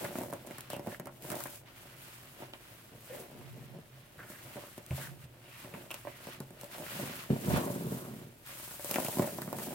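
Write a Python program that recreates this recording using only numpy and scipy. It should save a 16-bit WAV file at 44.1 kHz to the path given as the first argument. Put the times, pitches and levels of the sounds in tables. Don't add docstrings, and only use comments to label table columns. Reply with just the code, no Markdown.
import sys
import numpy as np
from scipy import signal
from scipy.fft import rfft, irfft, next_fast_len
from scipy.io import wavfile
from scipy.ndimage import map_coordinates

SR = 44100
rng = np.random.default_rng(int(sys.argv[2]) if len(sys.argv) > 2 else 0)


def master_out(mix):
    frames = np.transpose(np.atleast_2d(mix))
    ceiling = np.clip(frames, -1, 1)
    pcm = np.round(ceiling * 32767).astype(np.int16)
    wavfile.write(sys.argv[1], SR, pcm)


N = 429534

# frequency in Hz, relative level in dB per Hz.
AIR_COLOUR = [(20, 0), (50, 10), (90, 11.5), (135, 23), (200, -27.5), (330, 7), (700, -13), (2000, -53),
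              (6000, -28), (16000, -80)]
# frequency in Hz, time to fall 60 dB in seconds.
WALL_DECAY = [(120, 0.04), (600, 0.2), (3000, 0.14), (14000, 0.02)]
# frequency in Hz, gain at resonance in dB, time to fall 60 dB in seconds.
TABLE_MODES = [(81, -7, 0.1), (135, 3.5, 0.19), (256, -2, 0.26), (364, -10, 0.62), (572, -5.5, 0.17),
               (970, -7, 0.27)]
# start in seconds, peak level in dB.
HAND_BUMPS = [(4.178, -45.5), (4.907, -27), (4.931, -29.5), (5.236, -43)]
# time in seconds, strike level in dB.
CRUMB_TICKS = [(0.3077, -50), (0.467, -52), (0.608, -43), (1.1706, -65), (1.2235, -49), (1.393, -46),
               (1.4386, -38), (1.4714, -47), (1.5585, -49), (4.8642, -48), (6.6126, -43), (6.6434, -45.5)]
# time in seconds, pitch in Hz, strike level in dB.
HARD_CHIPS = [(.9463, 1750, -44), (2.5358, 2880, -45), (4.9086, 2370, -47), (5.0721, 1630, -48),
              (5.9063, 2700, -44.5), (5.943, 2744, -48), (6.8655, 1750, -47.5), (8.9425, 2394, -37.5),
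              (8.9585, 2284, -34.5), (9.0654, 2696, -42.5)]
# start in seconds, length in seconds,
# first pitch in Hz, last pitch in Hz, width in Hz of each of two equal filters at the first pitch, rms level in dB.
CREAKS = [(0.702, 0.077, 3070, 2570, 1000, -54), (0.897, 0.064, 1620, 1910, 500, -58),
          (2.396, 0.053, 672, 580, 420, -52.5), (3.089, 0.082, 507, 517, 109.8, -48.5),
          (3.127, 0.15, 473, 420, 260, -54), (3.084, 0.12, 2050, 1600, 1300, -59),
          (3.3, 0.596, 135, 135, 21.9, -52), (4.182, 0.067, 1490, 1510, 795, -52.5),
          (4.222, 0.21, 1500, 1700, 750, -60), (4.6, 0.11, 1000, 1450, 450, -63),
          (4.953, 0.32, 135, 135, 25, -51), (4.968, 0.14, 1600, 1600, 600, -56),
          (5.41, 0.25, 2880, 2080, 807, -64.5), (5.907, 0.018, 2750, 2760, 600, -45.5),
          (6.063, 0.14, 2380, 1885, 796, -63), (7.421, 0.31, 990, 1054, 377, -49),
          (7.454, 0.16, 140.8, 119.8, 70, -33.5), (7.744, 0.42, 938, 1090, 600, -58.5)]
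# peak in seconds, fall to 10 dB down in seconds,
# patter level in dB, rumble level in dB (both before the trims in crumbs).
CRUMB_SPILLS = [(.02, 0.13, -43.5, -43), (.21, 0.12, -43.5, -43), (.5, 0.055, -54, -48),
                (.73, 0.18, -55, -49), (.88, 0.049, -56, -42.5), (1.06, 0.15, -55, -55),
                (1.25, 0.059, -53.5, -47), (1.335, 0.08, -41.5, -57), (2.43, 0.023, -51.5, -53),
                (2.94, 0.036, -61, -48.5), (3.16, 0.077, -49, -50), (3.34, 0.15, -53, -48),
                (3.58, 0.1, -58, -47.5), (3.76, 0.041, -57.5, -47.5), (4.218, 0.11, -58, -58),
                (4.45, 0.079, -55, -56), (4.59, 0.049, -53, -65), (4.99, 0.088, -51, -48),
                (5.67, 0.11, -57, -56), (5.77, 0.075, -50.5, -45), (6.28, 0.022, -50, -60),
                (6.42, 0.058, -70, -50), (6.52, 0.28, -60, -59), (6.799, 0.047, -48, -46),
                (6.96, 0.1, -53, -45.5), (7.03, 0.11, -46.5, -39.5), (9, 0.095, -57, -50),
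                (9.224, 0.026, -38, -34), (9.318, 0.59, -50.5, -43), (9.56, 0.15, -47, -41),
                (9.689, 0.2, -46, -44)]
# time in seconds,
# patter level in dB, rumble level in dB (both before the trims in crumbs).
RAKE_LEVELS = [(7.285, -68.5, -67.5), (7.303, -48, -21.5), (7.36, -45, -38.5), (7.43, -50, -40),
               (7.49, -50, -30), (7.505, -37, -36), (7.58, -35, -34.5), (7.71, -44, -35.5),
               (7.84, -52.5, -35.5), (7.93, -51.5, -36), (8.03, -53, -46), (8.15, -57, -41.5),
               (8.4, -73, -59)]
# peak in seconds, rise from and fall to 10 dB down in seconds,
# powder hiss level in dB (before the lift in powder), skin rub level in dB.
FINGER_STROKES = [(.03, 0.19, 0.12, -50, -49.5), (.18, 0.052, 0.11, -49.5, -56.5),
                  (.33, 0.024, 0.29, -63, -60), (.47, 0.0071, 0.076, -57, -64),
                  (.54, 0.041, 0.19, -60, -55), (.71, 0.01, 0.075, -54, -51),
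                  (.92, 0.082, 0.059, -55, -54.5), (1.24, 0.012, 0.12, -54, -57.5),
                  (1.32, 0.048, 0.059, -54, -55), (1.42, 0.19, 0.072, -50, -54.5),
                  (1.55, 0.15, 0.05, -52.5, -57.5), (1.67, 0.014, 0.066, -67, -57.5),
                  (1.78, 0.068, 0.63, -62, -58.5), (2.05, 0.096, 0.38, -58.5, -57.5),
                  (2.43, 0.082, 0.059, -62.5, -56), (2.7, 0.3, 0.39, -62.5, -60.5),
                  (3.18, 0.19, 0.11, -55, -56), (3.45, 0.25, 0.44, -65, -60.5),
                  (3.98, 0.073, 0.11, -71.5, -63.5), (4.29, 0.061, 0.1, -58, -70),
                  (4.58, 0.42, 0.28, -57, -56), (5, 0.095, 0.096, -49, -49.5),
                  (5.245, 0.091, 0.017, -63.5, -60), (5.64, 0.22, 0.048, -58, -54),
                  (5.75, 0.12, 0.22, -59.5, -58.5), (5.92, 0.02, 0.17, -58, -56),
                  (6.09, 0.065, 0.34, -62.5, -59), (6.315, 0.15, 0.067, -57, -51.5),
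                  (6.42, 0.026, 0.23, -65.5, -70), (6.62, 0.041, 0.066, -60, -55.5),
                  (6.74, 0.029, 0.029, -53, -48), (6.8, 0.058, 0.17, -58, -60), (7, 0.24, 0.23, -48, -47),
                  (7.22, 0.15, 0.048, -54.5, -49.5), (7.31, 0.012, 0.11, -56, -51.5),
                  (7.5, .13, 0.39, -46.5, -51.5), (7.57, 0.064, 0.045, -56, -42),
                  (7.97, 0.18, 0.13, -53, -59), (8.18, 0.17, 0.14, -62, -60),
                  (8.475, 0.027, 0.22, -54.5, -51), (8.64, 0.17, 0.18, -50, -58),
                  (8.95, 0.18, 0.49, -43.5, -52), (9.19, 0.026, 0.17, -51, -60),
                  (9.64, 0.087, .13, -45.5, -54.5)]
# time in seconds, then the strike level in dB of
BREAKS = [(0.0446, -40, -38, -48, -50), (0.0496, -44, -46, -38.5, -57), (0.1552, -39, -41, -42, -51.5),
          (0.186, -39, -37, -53, -44), (0.2164, -52, -35.5, -50, -48), (0.2348, -43.0, -63, -54, -47),
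          (0.3013, -49, -48, -57, -53), (0.3275, -38.5, -45, -45, -48), (0.3354, -41.5, -73, -57, -43.5),
          (0.4719, -49, -58, -62, -49), (0.5096, -44.5, -52, -48, -53), (0.5838, -54, -48, -48, -43.5),
          (0.7023, -47, -51, -53, -41), (0.7329, -38, -43, -53, -46), (0.7654, -43.5, -41.5, -52.5, -47.5),
          (0.7954, -41.5, -45, -54.5, -51), (0.8641, -45, -49, -61.5, -59), (0.8712, -36, -38, -47, -48),
          (0.8808, -46, -45, -60, -58), (0.9268, -46.5, -59, -57, -56.0), (0.9982, -43, -40, -48, -44),
          (1.0573, -55, -46, -53, -48), (1.0709, -45.5, -69, -46.5, -49.5), (1.3024, -48, -43, -43, -37.5),
          (1.3176, -43, -42, -44.5, -39.5), (1.3255, -45, -41, -44, -46), (1.3549, -45.5, -46, -56, -41),
          (1.405, -52.5, -70, -44, -41), (1.4574, -43.5, -53, -41, -49), (2.4242, -49, -51.5, -51, -65.0),
          (2.5358, -50.5, -58, -48, -73), (3.7869, -54.5, -50, -66, -65), (4.3004, -54, -50, -55, -55),
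          (4.5095, -58, -61, -58, -61.5), (4.5571, -50.5, -41, -67.5, -65.5), (4.5685, -42, -58, -48, -61),
          (4.5809, -52, -49, -57, -62), (4.6377, -51, -63, -65, -60.5), (4.7794, -47.5, -46, -54, -48.5),
          (4.914, -42.5, -51, -54, -54), (4.9804, -45.5, -64, -58.0, -62), (5.6463, -51.5, -48, -53, -66),
          (5.7394, -47.5, -42, -42.5, -60), (5.9063, -52, -60, -46, -50.5), (5.9132, -47.5, -64, -56, -41),
          (5.9427, -48.5, -72.5, -51, -40), (6.0513, -44, -58, -64.0, -62), (6.0719, -40, -54, -45, -62),
          (6.2701, -52, -42.5, -54.5, -49), (6.4034, -49, -37.5, -48.5, -44), (6.5067, -52, -53, -65, -54),
          (6.6337, -45.5, -47.0, -59, -52), (6.749, -50, -71.0, -52, -55.0),
          (6.7829, -45.5, -53, -60, -46.5), (6.8062, -46, -47.5, -71, -64.0),
          (6.8228, -45, -49, -66, -56.5), (6.9977, -44, -42, -50, -54), (7.0283, -54, -41, -59.0, -58),
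          (7.0959, -46, -41, -62.5, -58.5), (7.3029, -43.5, -33, -45, -54.5),
          (7.3289, -47, -28, -59, -60.5), (7.4815, -40, -29, -57, -57), (7.5012, -33, -46, -52, -54.5),
          (7.5174, -36, -41, -46, -55), (7.538, -43, -28, -52, -58),
          (7.5625, -45, -39, -32, -54),(7.7019, -37.5, -34, -65.0, -57.0), (7.7592, -43, -35, -71, -61.0),
          (7.8699, -61, -35, -67.0, -60.5), (7.9207, -43.5, -32.5, -55, -63),
          (8.7957, -47, -59, -49, -51.5), (8.846, -42.5, -59, -66, -39), (8.9123, -39, -42.0, -45, -29),
          (8.9425, -41, -46, -46, -35), (8.9586, -33, -37.5, -32, -37), (8.9845, -29.5, -36, -48, -47),
          (9.0017, -38.5, -44, -47, -39.5), (9.0482, -38.5, -41, -40.5, -34),
          (9.0844, -34, -35.5, -59, -37), (9.1705, -40, -37, -61.0, -54), (9.1859, -35.5, -39, -55.0, -38),
          (9.1954, -28, -24, -61, -38), (9.222, -36, -39, -41, -40.5), (9.2424, -39, -41.5, -46.0, -50),
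          (9.2744, -36.5, -59.5, -47, -51.0), (9.3855, -39.5, -45, -46, -52), (9.419, -46, -50, -44, -39),
          (9.4771, -46, -42, -49, -56), (9.5289, -35, -51, -46, -42), (9.5864, -44, -58, -43, -42),
          (9.7294, -42.5, -48, -56, -55)]
# centre frequency in Hz, Q, gain as a factor.
KNOCK_MODES = [(602.3, 19, 0.94), (1007, 22, 0.68)]
# frequency in Hz, relative level in dB per Hz.
THUD_COLOUR = [(30, -44), (70, -27.5), (105, -6.5), (135, -3), (170, -1.5), (205, -2), (245, -4), (310, -8),
               (450, -8.5), (1200, -100)]
KNOCK_COLOUR = [(100, -28.5), (240, -5.5), (300, 0.5), (370, 1), (430, -9), (500, -0.5), (590, 2),
                (690, 0.5), (800, -4), (980, -5.5), (1250, -16.5), (2200, -23.5), (6000, -63.5)]
SNAP_COLOUR = [(300, -24), (900, 3.5), (1500, 0), (2000, -3), (2800, -10), (3800, -21), (12000, -46)]
POWDER_COLOUR = [(800, -46), (2500, -4.5), (4200, -4.5), (6000, -4), (8600, 0.5), (9800, -0.5),
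                 (12000, 1.5), (15500, 0.5)]
RUB_COLOUR = [(300, -24.5), (900, -1.5), (1450, 0.5), (2000, -0.5), (2350, -1), (2800, -1), (3600, -5),
              (5000, -9), (12000, -26.5)]
# time in seconds, delay of the left microphone behind the right in ms.
HAND_DELAY = [(1.3, -0.013), (1.8, 0.05), (2.5, 0.17), (3, -0.0073), (6.8, -0.034), (7.3, -.24),
              (8.3, -0.22), (8.7, -0.048)]
# frequency in Hz, left minus right in dB.
MIC_COLOUR = [(60, -1), (640, -0.4), (1200, -1.2), (3100, -0.5), (6820, 0.4), (15000, 2)]

TOP_HZ = 16050
STROKE_SHAPE, SPILL_SHAPE = 1.5, 0.86
SPILL_RISE_S = 0.046
SIFT_DB = (-71, -67.5)
SETTLE_DB = (-65, -62)
BITS_PER_S = 70
BIT_DB = (-3.5, -9.5, -5, -2.5)
STRIKE_S = 0.0069
CHIP_Q = 2.4
SNAP_HZ = 1880
KNOCK_SPREAD, SNAP_SPREAD = 0.041, 0.43
LEAD_S = 0.01


def amp(db):
    return 10 ** (np.asarray(db) / 20)


def unit(x):
    return x / np.sqrt(np.mean(x ** 2) + 1e-20)


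def along(points, hz):
    f, v = np.transpose(points)
    return np.interp(np.log(hz + 1), np.log(f), v)


def curves(rows):
    s, *columns = np.transpose(rows)
    now = np.arange(N) / SR
    return [np.interp(now, s, c, left=-np.inf, right=-np.inf) for c in columns]


def swells(events, shape, rest_db):
    t = np.linspace(0, N / SR, 4000)
    power = np.outer(amp(rest_db) ** 2, np.ones_like(t))
    for s, rise, fall, *db in events:
        away = np.maximum((s - t) / rise, (t - s) / fall)
        power += amp(np.array(db)[:, None] - 10 * away ** shape) ** 2
    return curves(np.column_stack([t, *(10 * np.log10(power))]))


def wobble(rate):
    knots = rng.standard_normal(int(N * rate / SR) + 4)
    return map_coordinates(knots, [np.arange(N) * rate / SR])


def add(track, s, sound):
    part = track[..., max(round(s * SR), 0):][..., :sound.shape[-1]]
    part += sound[..., :part.shape[-1]]


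def coloured(x, spectrum, size=8192):
    level_db = along(spectrum, np.fft.rfftfreq(size, 1 / SR))
    cepstrum = irfft(np.log(amp(level_db)))
    cepstrum[1:size // 2] *= 2
    cepstrum[size // 2 + 1:] = 0
    response = irfft(np.exp(rfft(cepstrum)))
    response /= np.linalg.norm(response)
    return signal.oaconvolve(x, response[None], axes=1)[:, :N]


def resonate(x, hz, q):
    b, a = signal.iirpeak(hz, max(q, 1), SR)
    return signal.lfilter(b, a, x)


def gliding(x, from_hz, to_hz, q, count=5):
    way = np.linspace(0, count - 1, x.shape[1])
    out = np.zeros_like(x)
    for k, hz in enumerate(np.geomspace(from_hz, to_hz, count)):
        fade = np.maximum(1 - abs(way - k), 0)
        out += fade * resonate(resonate(x, hz, q), hz, q)
    return out


def grains(rate, scatter_db, smooth, width):
    hit = rng.random((3, N)) < rate / SR
    sizes = amp(scatter_db * np.clip(rng.standard_normal((3, N)), -2, 2))
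    sizes = sizes * rng.choice([-1, 1], (3, N))
    smooth, width = np.clip([smooth, width], 0, 1)
    impacts = unit(hit * sizes / np.sqrt(rate))
    stream = np.sqrt(1 - smooth) * impacts + np.sqrt(smooth) * rng.standard_normal((3, N))
    return np.sqrt(1 - width) * stream[0] + np.sqrt(width) * stream[1:]


def fracture(contact_s, debris_db, debris_s, width):
    t = (np.arange(SR // 10) - SR // 100) / SR
    draw = rng.standard_normal((6, len(t)))
    width = np.clip(width, 0, 1)
    common, apart = np.sqrt(1 - width), np.sqrt(width)
    if contact_s:
        contact = (common * draw[0] + apart * draw[1:3]) * np.exp(-abs(t) / contact_s)
    else:
        contact = np.ones((2, 1)) * (t == 0) * np.sign(draw[0, 0])
    spray = np.where(t < 0, .2 * np.exp(-abs(t) / .003), np.exp(-abs(t) / debris_s))
    debris = (common * draw[3] ** 3 + apart * draw[4:] ** 3) * spray
    return unit(contact) + amp(debris_db) * unit(debris)


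def blow(force, db):
    return amp(db) * force * np.sqrt(2 * STRIKE_S * SR / np.sum(force ** 2))


def background():
    air = rng.standard_normal(N) + 0.27 * rng.standard_normal((2, N))
    hum = np.sin(2 * np.pi * 120 * np.arange(N) / SR + .3 * wobble(3))
    hum_db = -69.5 + 5.5 * wobble(11)
    return amp(-61.5) * coloured(air, AIR_COLOUR) + amp(hum_db) * hum


def room(x):
    hz, t, z = signal.stft(rng.standard_normal((3, SR // 3)), SR, nperseg=256)
    apart = (hz / np.hypot(hz, 500))[:, None]
    z = np.sqrt(1 - apart ** 2) * z[0] + apart * z[1:]
    decay = amp(-60 * t / along(WALL_DECAY, hz)[:, None])
    tail = signal.istft(z * decay, SR, nperseg=256)[1]
    tail = np.pad(tail, ((0, 0), (SR // 250, 0)))
    return signal.oaconvolve(x, tail / np.linalg.norm(tail[0]), axes=1)[:, :N]


def table_ring():
    t = np.arange(SR // 2) / SR
    ring = np.zeros(len(t))
    for hz, db, t60 in TABLE_MODES:
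        to_resonance_gain = 2 * np.log(1000) / (t60 * SR)
        ring += amp(db - 60 * t / t60) * np.cos(2 * np.pi * hz * t) * to_resonance_gain
    return ring


def bumps():
    out = np.zeros(N)
    push = np.hanning(round(.008 * SR))
    boom = signal.fftconvolve(table_ring(), np.diff(push))
    for s, db in HAND_BUMPS:
        add(out, s, amp(db) * boom / abs(boom).max())
    return out


def ticks():
    out = np.zeros((2, N))
    for s, db in CRUMB_TICKS:
        click = fracture(contact_s=.0004, debris_db=-7, debris_s=.002, width=.8)
        add(out, s - LEAD_S, blow(click, db))
    return coloured(out, POWDER_COLOUR)


def chips():
    out = np.zeros((2, N))
    for s, hz, db in HARD_CHIPS:
        click = fracture(0, debris_db=-5, debris_s=.004, width=.8)
        ping = resonate(click + 3 * resonate(click, hz, CHIP_Q), hz, CHIP_Q)
        add(out, s - LEAD_S, blow(ping, db))
    return out


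def scrapes():
    slips = grains(400, scatter_db=3.5, smooth=0.15, width=0.37)
    out = np.zeros((2, N))
    for s, length, from_hz, to_hz, width_hz, db in CREAKS:
        rasp = slips[:, round(s * SR):round((s + length) * SR)]
        ring = gliding(rasp, from_hz, to_hz, from_hz / width_hz)
        swell = np.sin(np.linspace(0, np.pi, ring.shape[1]))
        add(out, s, amp(db) * unit(ring * swell))
    return out


def crumbs():
    events = [(s, SPILL_RISE_S, *rest) for s, *rest in CRUMB_SPILLS]
    spills = swells(events, SPILL_SHAPE, SETTLE_DB)
    patter_db, rumble_db = np.maximum(spills, curves(RAKE_LEVELS))
    clumps = wobble(50)
    patter = grains(130, scatter_db=4, smooth=.05, width=.3)
    patter = patter * amp(patter_db + .3 + 1.3 * clumps)
    rumble = grains(220, scatter_db=-0.5, smooth=0.23, width=0.022)
    rumble = rumble * amp(rumble_db - 5.0 + 0.17 * clumps)
    bright = amp(-15.0) * coloured(patter, SNAP_COLOUR)
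    return coloured(patter, KNOCK_COLOUR) + bright + coloured(rumble, THUD_COLOUR)


def powder(hiss_db, rub_db):
    slip = wobble(60)
    density = amp(.5 * (hiss_db - hiss_db.max()))
    hiss = grains(2000 * density, scatter_db=0.0, smooth=0.73, width=1.0)
    rub = grains(1100 * density, scatter_db=3, smooth=0.62, width=0.94)
    grit = amp(-9) * grains(35, scatter_db=3, smooth=0, width=.5)
    hiss = (hiss + grit) * amp(hiss_db + 4.0 + 1.4 * slip)
    rub = (rub + grit) * amp(rub_db + 2 * density * wobble(40))
    return coloured(hiss, POWDER_COLOUR) + coloured(rub, RUB_COLOUR)


def bits(hiss_db):
    chance = BITS_PER_S / SR * amp(hiss_db - hiss_db.max())
    at = np.flatnonzero(rng.random(N) < chance)
    return [(i / SR, *(hiss_db[i] + np.array(BIT_DB))) for i in at]


def lumps(breaks):
    thud, knock, snap, crack = np.zeros((4, 2, N))
    for s, knock_db, thud_db, snap_db, crack_db in breaks:
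        at = s - LEAD_S
        side, spot, size = np.clip(rng.standard_normal(3), -2, 2)
        pan = amp(side * np.array([[1], [-1]]))
        weight = fracture(0, debris_db=-7, debris_s=0.021, width=0.0053)
        add(thud, at, blow(weight, thud_db))
        tap = blow(fracture(0, debris_db=-2.5, debris_s=0.017, width=0.47), knock_db)
        shift = np.exp(KNOCK_SPREAD * spot)
        ring = sum(gain * resonate(tap, hz * shift, q) for hz, q, gain in KNOCK_MODES)
        add(knock, at, pan * (tap + ring))
        split = blow(fracture(0, debris_db=5, debris_s=0.016, width=0.65), snap_db)
        snap_ring = resonate(split, SNAP_HZ * np.exp(SNAP_SPREAD * size), q=2.8)
        add(snap, at, pan * (0.67 * split + 0.84 * snap_ring))
        burst = fracture(contact_s=0.00029, debris_db=-2.0, debris_s=0.0036, width=0.86)
        add(crack, at, pan * blow(burst, crack_db))
    low = coloured(thud, THUD_COLOUR) + coloured(knock, KNOCK_COLOUR)
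    return low + coloured(snap, SNAP_COLOUR) + coloured(crack, POWDER_COLOUR)


def placed(pair):
    now = np.arange(N)
    lag = np.interp(now / SR, *np.transpose(HAND_DELAY)) * SR / 1000
    left = map_coordinates(pair[0], [now - lag / 2], order=3)
    right = map_coordinates(pair[1], [now + lag / 2], order=3)
    return np.array([left, right])


def scene():
    hiss_db, rub_db = swells(FINGER_STROKES, STROKE_SHAPE, SIFT_DB)
    hands = bumps() + ticks() + chips() + scrapes() + powder(hiss_db, rub_db)
    blows = crumbs() + lumps([*BREAKS, *bits(hiss_db)])
    table = signal.oaconvolve(blows, table_ring()[None], axes=1)[:, :N]
    close = placed(blows + table + hands)
    return close + amp(-13.0) * room(close) + background()


def record(dry):
    size = next_fast_len(N + SR // 4)
    hz = np.fft.rfftfreq(size, 1 / SR)
    colour = amp(along(MIC_COLOUR, hz) * np.array([[.5], [-.5]]))
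    return irfft(rfft(dry, size) * colour * (hz < TOP_HZ), size)[:, :N]


dry = scene()
out = record(dry)
master_out(out)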